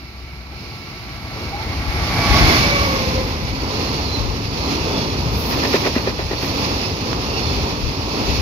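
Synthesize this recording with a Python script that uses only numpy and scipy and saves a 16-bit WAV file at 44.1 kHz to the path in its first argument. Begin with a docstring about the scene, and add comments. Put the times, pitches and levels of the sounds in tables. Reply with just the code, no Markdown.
"""Freight train passing a platform

An electric locomotive passes close by at about 74 km/h: blower noise, motor lines and Doppler-shifted gear tones.
Container wagons follow: rolling noise swells with each pair of bogies, and single wheels ring in one mode each.
A flat wheel strikes modes of its bogie frame and the sleepers.
Flanges squeal in narrow bands and air hisses in one broad, very high band.
The draught buffets the microphones as bursts of low noise, and one dry tick sounds close to the right one."""
import sys
import numpy as np
from scipy import signal
from scipy.fft import rfft, irfft, next_fast_len
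from scipy.io import wavfile
from scipy.ndimage import map_coordinates

SR = 44100
rng = np.random.default_rng(int(sys.argv[2]) if len(sys.argv) > 2 else 0)


def waveform_to_disk(signal):
    """Save audio, clipped to [-1, 1], as 16-bit WAV at the path in sys.argv[1]."""
    frames = np.transpose(np.atleast_2d(signal))
    scaled = np.clip(frames, -1, 1) * 32767
    samples = np.round(scaled).astype(np.int16)
    wavfile.write(sys.argv[1], SR, samples)


N = 370881
T = np.arange(N) / SR
SIZE = next_fast_len(N, real=True)
HZ = np.maximum(np.arange(SIZE // 2 + 1) * SR / SIZE, 1)   # frequencies of the spectrum
SPEED_M_S, SOUND_M_S = 20.5, 343


def from_db(db):
    """Amplitude gain is ten to the power of a twentieth of the level in decibels."""
    return 10 ** (np.asarray(db) / 20)


def rms_one(x):
    """Normalisation: divide by the root of the mean power."""
    return x / np.sqrt(np.mean(x ** 2) + 1e-20)


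def in_time(rows):
    """Linear interpolation of each column of a curve at every sample."""
    s, *columns = np.transpose(rows)
    return [np.interp(T, s, c) for c in columns]


def over_hz(points, axis=1):
    """Linear interpolation of one column along a log-frequency axis."""
    points = np.array(points)
    return np.interp(np.log(HZ), np.log(points[:, 0]), points[:, axis])


def drift(rate_hz):
    """Random modulation: white noise through two equal low-pass poles at `rate_hz`; rms about 1."""
    r = np.exp(-80 * np.pi * rate_hz / SR)   # made at a fortieth of the sample rate
    slow = signal.lfilter([1], [1, -2 * r, r * r], rng.standard_normal(N // 40 + 2002))[2000:]
    return np.interp(np.arange(N) / 40, np.arange(len(slow)), rms_one(slow))


# Coherence of the two sides: pitch_hz, likeness (0-1)
LIKENESS = [(60, 0.92), (130, 0.95), (300, 0.94), (640, 0.9), (1400, 0.28), (3000, 0.02), (6000, 0)]


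def noise(spectrum):
    """Shaped stereo noise: mid and side mix to coherence in the bass, with steep outer skirts; rms 1."""
    skirts = np.minimum(1, np.minimum(HZ / spectrum[0][0], spectrum[-1][0] / HZ)) ** 6
    mid, side = rfft(rng.standard_normal((2, SIZE))) * from_db(over_hz(spectrum)) * skirts
    alike = np.clip(over_hz(LIKENESS), 0, 1)
    both = np.sqrt(1 + alike) * mid + np.sqrt(1 - alike) * side * [[1], [-1]]
    return rms_one(irfft(both, SIZE)[:, :N])


def tone(hz, waver_hz):
    """Frequency and amplitude modulation by chance broaden a sine into a line; rms 1."""
    phase = 2 * np.pi * np.cumsum(hz + waver_hz * drift(30)) / SR
    return rms_one(np.sin(phase) * from_db(2.2 * drift(18)))


def rough_tone(hz, width_hz):
    """Quadrature modulation by low-passed noise makes a narrow band around a moving pitch; rms 1."""
    phase = 2 * np.pi * np.cumsum(hz) / SR
    return rms_one(drift(width_hz) * np.sin(phase) + drift(width_hz) * np.cos(phase))


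def resonances(modes):
    """Resonance: white noise filtered into peaks, each at its own level; rms 1."""
    power = sum(from_db(db) ** 2 / width_hz / (1 + ((HZ - hz) / width_hz) ** 2) ** 2
                for hz, db, width_hz in modes)
    return rms_one(irfft(rfft(rng.standard_normal(SIZE)) * np.sqrt(power), SIZE)[:N])


def ring(clicks, hz, t60):
    """Damped free vibration: a unit click sets a two-pole resonator ringing from height 1."""
    r, w = from_db(-60 / (t60 * SR)), 2 * np.pi * hz / SR
    return signal.lfilter([0, np.sin(w)], [1, -2 * r * np.cos(w), r * r], clicks + 1e-18)


def struck(times, levels_db, modes, contact_hz):
    """Modal excitation: blows softened by a low-pass at `contact_hz` ring modes of alternating sign."""
    blows = np.zeros(N)
    blows[(times * SR).astype(int)] = from_db(levels_db)
    blows = signal.sosfilt(signal.butter(1, contact_hz, fs=SR, output="sos"), blows + 1e-18)
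    return sum(from_db(db) * ring(blows, hz, t60) * (-1) ** k for k, (hz, db, t60) in enumerate(modes))


def arch(start_s, length_s):
    """Envelope: the root of a half sine rises quickly, holds and falls quickly."""
    return np.sqrt(np.abs(np.sin(np.pi * np.clip((T - start_s) / length_s, 0, 1))))


def burst(s, rise_s, fall_s, hold_s=0):
    """Envelope: exponential growth to 1 at time s, a hold, then exponential decay."""
    before, after = np.maximum(s - T, 0), np.maximum(T - s - hold_s, 0)
    return np.exp(-np.minimum(before / rise_s + after / fall_s, 20))


def lumps(rows):
    """Envelope: a sum of Gaussian swells, each with its centre, spread and level."""
    return sum(from_db(db) * np.exp(-.5 * np.minimum(((T - s) / spread_s) ** 2, 60)) for s, spread_s, db in rows)


def nearness(t, abreast_s, reach_m, falloff):
    """Distance law: gain 1 when abreast, falling as distance to the power `falloff` beyond the reach."""
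    return np.hypot(1, SPEED_M_S * (t - abreast_s) / reach_m) ** -falloff


def doppler(t, abreast_s, distance_m):
    """Doppler effect: the pitch ratio is above 1 on approach and below 1 on departure."""
    past_m = SPEED_M_S * (t - abreast_s)
    return 1 / (1 + SPEED_M_S / SOUND_M_S * past_m / np.hypot(past_m, distance_m))


def passing(sound, abreast_s):
    """Doppler effect by propagation delay: changing travel time bends the pitch, with a slight wobble."""
    travel_s = np.hypot(SPEED_M_S * (T - abreast_s), 2.0) / SOUND_M_S + .0001 * drift(6)   # track 2 m away
    return np.interp(T - travel_s, T, sound)


def sweep(x, abreast_s, turn_s, far_lag_s, near_lag_s):
    """Time-difference localisation: the left side first leads, then lags, as the source moves rightward."""
    lag = np.interp(T, [abreast_s - turn_s, abreast_s + turn_s], [-far_lag_s, near_lag_s])
    return np.array([map_coordinates(x[0], [(T - lag) * SR], order=3, mode="nearest"), x[1]])


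# Rail joints ahead: crossed_s, track_loss_db, rail_loss_db (losses until crossed)
JOINTS = [(.55, 1, 4.5), (1.33, 6, 3.2)]
CROSSING_S = 0.072


def past_joints(axis):
    """Transmission loss: track (column 1) or rail (column 2) sound rises as each joint is crossed."""
    return from_db(-sum(joint[axis] * np.clip(.5 - (T - joint[0]) / CROSSING_S, 0, 1) for joint in JOINTS))


# Rail noise spectrum: pitch_hz, density_db (per Hz, relative)
RAILS = [(1400, -30), (1900, -25), (2230, 5), (2450, -1.5), (2800, -1), (3300, -14), (4400, 1.5),
         (5200, -1), (6500, -17.5), (12000, -23), (15500, -30)]
ARRIVAL_S = 2.4
RAIL_DB, RAIL_RISE_DB_PER_M = -36, 0.03   # level on arrival, before flutter; slight rise with distance ahead


def rails():
    """Structure-borne sound: rails sing nearly steadily ahead, step up at joints, fade once covered."""
    ahead_m = SPEED_M_S * np.maximum(ARRIVAL_S - T, 0)
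    uncovered = nearness(np.maximum(T, ARRIVAL_S), ARRIVAL_S, reach_m=25, falloff=1.6)
    level = from_db(RAIL_DB + RAIL_RISE_DB_PER_M * ahead_m + 0.2 * drift(13))
    return level * past_joints(axis=2) * uncovered * noise(RAILS)


# Wagon ends, a bogie either side of the coupling: abreast_s, track_level_db, wheel_level_db
# (levels per bogie, before the random wavering and the wheel gain)
WAGON_ENDS = [(2.9, -24, -29.5), (3.928, -24, -31.5), (4.85, -24, -31.5), (5.738, -23.5, -29.5),
              (6.658, -24.5, -30), (7.518, -23.5, -30), (8.39, -25, -30.5)]
BOGIE_GAP_M = 4.46   # between the two bogies at a coupling


def wagons(levels_db, reach_m, falloff):
    """Incoherent summation: the powers of all passing bogies add, two at each coupling."""
    half_s = .5 * BOGIE_GAP_M / SPEED_M_S
    return np.sqrt(sum((from_db(db) * nearness(T, end[0] + offset, reach_m, falloff)) ** 2
                       for end, db in zip(WAGON_ENDS, levels_db) for offset in (-half_s, half_s)))


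# Radiation spectra of bodies, track and wheel discs: pitch_hz, density_db (per Hz, relative)
RUMBLE = [(13, -44), (22, -39), (43, -9.5), (64, -1), (119, -2.5), (194, -9), (220, -7.5), (290, -36),
          (480, -120)]
TRACK = [(100, -12), (170, -2), (195, -4.5), (276, 4.5), (323, -1.5), (422, -1.5), (658, -10), (920, -8.5),
         (1250, -13.5), (1480, -21), (1800, -26), (2340, -57), (3960, -120)]
WHEELS = [(1200, -33), (1800, -6), (2200, -2), (2600, 1.5), (3100, -4.5), (3500, -2), (3850, -4.5),
          (4400, 4), (4850, 3), (5300, 3), (6100, -5.5), (7200, -15), (12500, -21.5), (15500, -37)]
# Booms of the rocking wagon bodies: centre_s, spread_s, level_db
BOOMS = [(3.05, 0.081, -25), (3.45, 0.17, -23.5), (4.75, 0.073, -27), (5.3, 0.15, -21.5),
         (7.55, 0.097, -24)]
LOCO_S = 2.474   # the locomotive's middle is abreast
# closest-point levels, before the random wavering and the wheel gain
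LOCO_RUMBLE_DB, LOCO_TRACK_DB, LOCO_WHEELS_DB, WAGON_RUMBLE_DB = -16.5, -18.5, -20.5, -31


def rolling():
    """Roughness excitation: treads and rails shake bodies, track and wheel discs, swelling with the bogies."""
    _, track_db, wheel_db = np.transpose(WAGON_ENDS)
    waver = drift(2.4)   # slow random wavering of the rolling level
    rumble = np.hypot(from_db(LOCO_RUMBLE_DB) * nearness(T, LOCO_S - .05, reach_m=6.7, falloff=1.53),
                      wagons([WAGON_RUMBLE_DB] * len(WAGON_ENDS), reach_m=15.8, falloff=1.32))
    track = np.hypot(from_db(LOCO_TRACK_DB) * nearness(T, LOCO_S, reach_m=2.7, falloff=0.88),
                     wagons(track_db, reach_m=3.42, falloff=0.88))
    wheels = np.hypot(from_db(LOCO_WHEELS_DB) * nearness(T, LOCO_S, reach_m=5.96, falloff=2.38),
                      wagons(wheel_db, reach_m=3.0, falloff=0.93))
    rumble = np.hypot(rumble, lumps(BOOMS))
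    track = track * past_joints(axis=1) * from_db(1.43 * waver)
    wheels = wheels * past_joints(axis=2) * from_db(3.5 + 0.5 * waver + 1.0 * drift(12.6))
    return rumble * noise(RUMBLE) + track * noise(TRACK) + wheels * noise(WHEELS)


# Motor hums and blower whistles: pitch_hz, arrival_level_db, growth_db_per_s, waver_hz
MOTOR_LINES = [(364, -42, 3, 1.05), (1145, -48.5, 6.5, 13), (1334, -40, 6.5, 2.5)]
MOTOR_FADE_DB_PER_S = 47
# Deep hum of the far locomotive: start_s, length_s, level_db
HUMS = [(-.2, 0.97, -36.5), (1.603, 0.34, -30)]
HUM_HZ = 65.9


def motors():
    """Directivity: tones beamed forward grow until arrival, then fade; a deep hum comes and goes."""
    before_s, after_s = np.maximum(ARRIVAL_S - T, 0), np.maximum(T - ARRIVAL_S, 0)
    whistles = sum(from_db(db - growth * before_s - MOTOR_FADE_DB_PER_S * after_s) * tone(hz, waver_hz)
                   for hz, db, growth, waver_hz in MOTOR_LINES)
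    hum = sum(from_db(db) * arch(s, length_s) for s, length_s, db in HUMS) * tone(HUM_HZ, waver_hz=1.7)
    return whistles + hum


# Blower noise spectrum: pitch_hz, density_db (per Hz, relative)
BLOWERS = [(150, -2.5), (330, 15), (480, -42), (620, 6), (800, 6), (980, 0), (1400, 0.5), (1800, -2),
           (2200, 5.5), (2650, -12), (3400, -7), (6500, -23.5), (11000, -17.5), (15500, -45)]
BLOWERS_S = 2.43   # the air outlets are abreast


def blowers():
    """Turbulent flow noise: cooling air roars with a fluctuating level that follows the distance law."""
    level = from_db(-16.5 + 1.06 * drift(29)) * nearness(T, BLOWERS_S, reach_m=3.46, falloff=1.147)
    return level * noise(BLOWERS)


# Overtones of the gear whine at rest: pitch_hz, level_db (relative), width_hz
GEAR = [(1068, 2, 24), (1612, -10, 9), (2140, -2, 20), (2690, -13, 25)]
# Gearboxes beaming their whine forward: abreast_s, lead_s (of the loudest moment), level_db
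GEARBOXES = [(2.48, .08, -26), (3.0, .24, -26)]
# Meshing tones: abreast_s, multiple (of the tooth rate), loudest_s, reach_m, waver_hz, level_db
TOOTH_TONES = [(2.6, 4, 2.23, 1.6, 13, -30), (2.54, 2, 2.38, 1.6, 20, -26), (2.98, 4, 2.49, 2.0, 11, -28),
               (2.98, 4, 2.7, 2.2, 11, -24), (3.02, 2, 2.74, 4.0, 14, -27.5), (2.98, 1, 2.76, 1.7, 3, -25)]
TOOTH_HZ, GEAR_DISTANCE_M = 540, 2.4
# Drone near the tooth rate: time_s, level_db (relative to DRONE_DB)
DRONE_LEVEL = [(2.55, -60), (2.68, -12), (2.85, -9), (2.9, -1), (2.97, -4), (3.19, -1), (3.24, -15),
               (3.8, -21), (4.2, -70)]
DRONE_HZ, DRONE_DB, DRONE_WAVER_HZ, DRONE_ABREAST_S, DRONE_DISTANCE_M = 548, -23, 10, 2.8, 2.2


def gears():
    """Tooth meshing: whine, harmonics and a drone at the locomotive's tail, lowered by Doppler in passing."""
    whine = sum(from_db(db) * nearness(T, s - lead_s, reach_m=3.4, falloff=1.8) * passing(resonances(GEAR), s)
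                for s, lead_s, db in GEARBOXES)
    teeth = 0
    for s, multiple, loudest_s, reach_m, waver_hz, db in TOOTH_TONES:
        hz = multiple * TOOTH_HZ * doppler(T, s, GEAR_DISTANCE_M)
        teeth = teeth + from_db(db) * nearness(T, loudest_s, reach_m, np.sqrt(2)) * tone(hz, waver_hz)
    drone_db, = in_time(DRONE_LEVEL)
    drone = tone(DRONE_HZ * doppler(T, DRONE_ABREAST_S, DRONE_DISTANCE_M), DRONE_WAVER_HZ)
    return whine + teeth + from_db(DRONE_DB + drone_db) * drone


# Hiss spectrum: pitch_hz, density_db (per Hz, relative)
HISS_COLOUR = [(7000, -30), (10000, 0), (13000, 6), (15500, -7)]
# Puffs of air from the wagons: start_s, level_db (before flutter), decay_s
PUFFS = [(2.85, -50, 0.27), (5.39, -40.5, 0.24), (5.72, -50, 0.1), (6.46, -50, 0.2), (8.28, -51, 0.2)]
PUFF_RISE_S, PUFF_HOLD_S = 0.049, 0.074
LOCO_HISS_DB = -44   # when abreast, before flutter


def hiss():
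    """Jet noise: a thin, high hiss passes with the locomotive and comes in puffs from the wagons."""
    level = from_db(LOCO_HISS_DB) * nearness(T, LOCO_S, reach_m=2.3, falloff=1.05)
    level = level + sum(from_db(db) * burst(s, PUFF_RISE_S, decay_s, PUFF_HOLD_S) for s, db, decay_s in PUFFS)
    return level * from_db(2.7 * drift(8.1)) * noise(HISS_COLOUR)


# Flange squeals: start_s, length_s, pitch_hz (at the start), glide_hz, level_db
SQUEALS = [(1.52, 0.115, 780, 115, -27.5), (1.68, 0.6, 855, -32, -34), (2.22, 0.15, 828, -10, -26)]
SQUEAL_WIDTH_HZ = 13   # at 1 kHz; grows with the root of the pitch


def squeals():
    """Friction excitation: flanges rub the rail in short, rough glides."""
    out = np.zeros(N)
    for s, length_s, hz, glide_hz, db in SQUEALS:
        width_hz = SQUEAL_WIDTH_HZ * np.sqrt(hz / 1000)
        pitch_hz = hz + glide_hz * np.clip((T - s) / length_s, 0, 1)
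        out += from_db(db) * arch(s, length_s) ** 2 * rough_tone(pitch_hz, width_hz)
    return out


# Buffets of the draught: centre_s, spread_s, level_db (before the left/right gains)
GUSTS = [(1.887, 0.013, -18), (2.32, 0.015, -12), (2.436, 0.047, -13), (4.25, 0.038, -16),
         (7.86, 0.019, -17), (8.37, 0.11, -17)]
# Buffet spectrum: pitch_hz, density_db (per Hz, relative)
GUST_COLOUR = [(25, -13), (48, 9.5), (110, 4), (250, -13), (600, -56)]


def draught():
    """Pressure fluctuation: lumps of moving air hit mostly the left microphone."""
    return lumps(GUSTS) * noise(GUST_COLOUR) * from_db([[-2], [-13]])


# Single wheels ringing as they go by: abreast_s, pitch_hz (at rest), level_db (before the left/right gains)
RINGING_WHEELS = [(3.66, 4580, -35.5), (3.87, 4320, -37), (4.02, 4480, -35), (4.13, 4130, -33),
                  (4.54, 4650, -34.5), (4.69, 4160, -37), (4.83, 2660, -38), (4.98, 3450, -35.5),
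                  (4.98, 5500, -36.5), (5.01, 4520, -37.5), (5.98, 4280, -36), (6.38, 4440, -36),
                  (6.83, 5130, -31.5), (6.85, 2620, -37), (7.36, 2750, -36.5), (7.4, 5280, -32),
                  (7.42, 4440, -31), (7.48, 3530, -39), (8.32, 4420, -35)]
RING_WIDTH_HZ, RING_REACH_M, RING_DISTANCE_M, RING_BREAKUP_DB = 90, 1.5, 5.5, 2


def wheel_song():
    """Modal radiation: wheels ring roughly in one mode each, swelling and sinking in pitch by Doppler."""
    out = np.zeros(N)
    flutter = drift(RING_WIDTH_HZ) + 1j * drift(RING_WIDTH_HZ)
    flutter = flutter * rms_one(from_db(RING_BREAKUP_DB * drift(35)))
    for s, hz, db in RINGING_WHEELS:
        near = np.abs(T - s) < .5
        t, own_flutter = T[near], np.roll(flutter, rng.integers(N))[near]
        phase = 2 * np.pi * np.cumsum(hz * doppler(t, s, RING_DISTANCE_M)) / SR
        rough_ring = np.real(own_flutter * np.exp(1j * phase))
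        out[near] += from_db(db) * nearness(t, s, RING_REACH_M, 2.35) * rough_ring
    return out * from_db([[-2], [2]])


# Blows of the flat wheel, one a turn: blow_s, frame_level_db, sleeper_level_db, shudder_level_db
FLATS = [(5.52, -30, -30, -27), (5.633, -15, -17, -18.5), (5.741, -.5, -12, -19), (5.853, -13, -12, -14.5),
         (5.961, -16, -3.5, -21.5), (6.073, -5, -28, -20.5), (6.192, -12, -15, -24),
         (6.311, -13, -22, -24.5), (6.432, -14, -30, -27)]
# Modes of the bogie frame, then of a sleeper in its ballast: pitch_hz, level_db (relative), t60_s
FRAME = [(384, -2, 0.064), (538, -3, 0.031), (644, -8, 0.028), (870, -14, 0.021), (1780, -16, 0.1)]
SLEEPER = [(231, 1, 0.071), (294, 2, 0.027)]
CONTACT_HZ, SLEEPER_CONTACT_HZ = 1500, 500   # softness of the blow; the ballast softens it further
# Spectra of the shuddering bogie frame and the struck wheel: pitch_hz, density_db (per Hz, relative)
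SHUDDER = [(120, -15), (250, 4.5), (400, 2.5), (620, -3), (1000, -8.5), (1500, -29)]
CLANG = [(1000, 6.5), (1600, -1), (1880, 8.5), (2150, 1), (2500, 5.5), (3000, -6), (5000, 0), (8000, -24.5),
         (12500, -21), (15500, -37)]
CLANG_DB, CLANG_ABREAST_S, FLAT_REACH_M = -21, 5.79, 3.4   # clang level before the grain
# the flat spot scrapes into the rail just before each blow and chatters on after it
SCRAPE_LEAD_S, CHATTER_S, CHATTER_GRAIN_DB = .004, .023, 2.5


def flat_wheel():
    """Impact: each turn a flat spot knocks frame and sleeper modes; chatter shakes bogie and wheel."""
    times, frame_db, sleeper_db, shudder_db = np.transpose(FLATS)
    thud = struck(times, frame_db, FRAME, CONTACT_HZ) + struck(times, sleeper_db, SLEEPER, SLEEPER_CONTACT_HZ)
    shudder = sum(from_db(db) * burst(s, rise_s=0.003, fall_s=0.02, hold_s=CHATTER_S)
                  for s, db in zip(times, shudder_db))
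    clang = 0
    for s in times:   # loudest when abreast
        scrape = burst(s - SCRAPE_LEAD_S, rise_s=0.0091, fall_s=0.015, hold_s=SCRAPE_LEAD_S + CHATTER_S)
        clang = clang + nearness(s, CLANG_ABREAST_S, FLAT_REACH_M, 0.97) * scrape
    grain = rms_one(from_db(CHATTER_GRAIN_DB * drift(170)))
    return thud + grain * (shudder * noise(SHUDDER) + from_db(CLANG_DB) * clang * noise(CLANG))


# Modes of the tick: pitch_hz, level_db (relative), t60_s
TICK_MODES = [(700, -3, .004), (1250, -2, .0022), (2300, -3, .0018), (3400, -10, .0012)]
TICK_S, TICK_DB = 7.131, -10   # click level before the modes and the left/right gains


def tick():
    """Impulse response: one click rings short modes, close to the right microphone."""
    click = np.zeros(N)
    click[round(TICK_S * SR)] = -from_db(TICK_DB)
    return sum(from_db(db) * ring(click, hz, t60) for hz, db, t60 in TICK_MODES) * from_db([[-14], [6]])


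def scene():
    """Superposition: the train and its flat wheel sweep past; the draught and tick stay at the microphones."""
    locomotive = blowers() + motors() + gears()
    train = locomotive + rails() + rolling() + wheel_song() + squeals() + hiss()
    moving_train = sweep(train, abreast_s=2.26, turn_s=0.25, far_lag_s=0.00017, near_lag_s=0.00028)
    moving_flat = sweep(flat_wheel(), abreast_s=6.6, turn_s=0.34, far_lag_s=0.0002, near_lag_s=0.00017)
    return moving_train + moving_flat + draught() + tick()


# Tone balance of left and right: pitch_hz, left_db, right_db
TONE_BALANCE = [(20, -16, -18), (44, 5.5, -3), (60.5, 2, -0.3), (127, -0.8, -3.5), (294, -4.5, -4.5),
                (1005, 0, 1), (3750, -0.5, 2), (3740, -3, 5.5), (4780, -13, 0.5), (7180, -4.5, 1.5),
                (7090, -14, -4.5), (9200, -53, -48), (9734, 0.5, -35), (15800, 10.5, -29)]
FULL_SCALE, CUTOFF_HZ = 0.99, 15600


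def record(dry):
    """Linear filtering gives each side its own tone balance; saturation rounds peaks, a low-pass cuts the top."""
    balance = from_db([over_hz(TONE_BALANCE, axis=1), over_hz(TONE_BALANCE, axis=2)])
    heard = irfft(rfft(dry, SIZE) * balance, SIZE)[:, :N]
    rounded = heard / (1 + (heard / FULL_SCALE) ** 8) ** (1 / 8)
    return signal.sosfilt(signal.ellip(10, .2, 80, CUTOFF_HZ, fs=SR, output="sos"), rounded)


dry = scene()
out = record(dry)
waveform_to_disk(out)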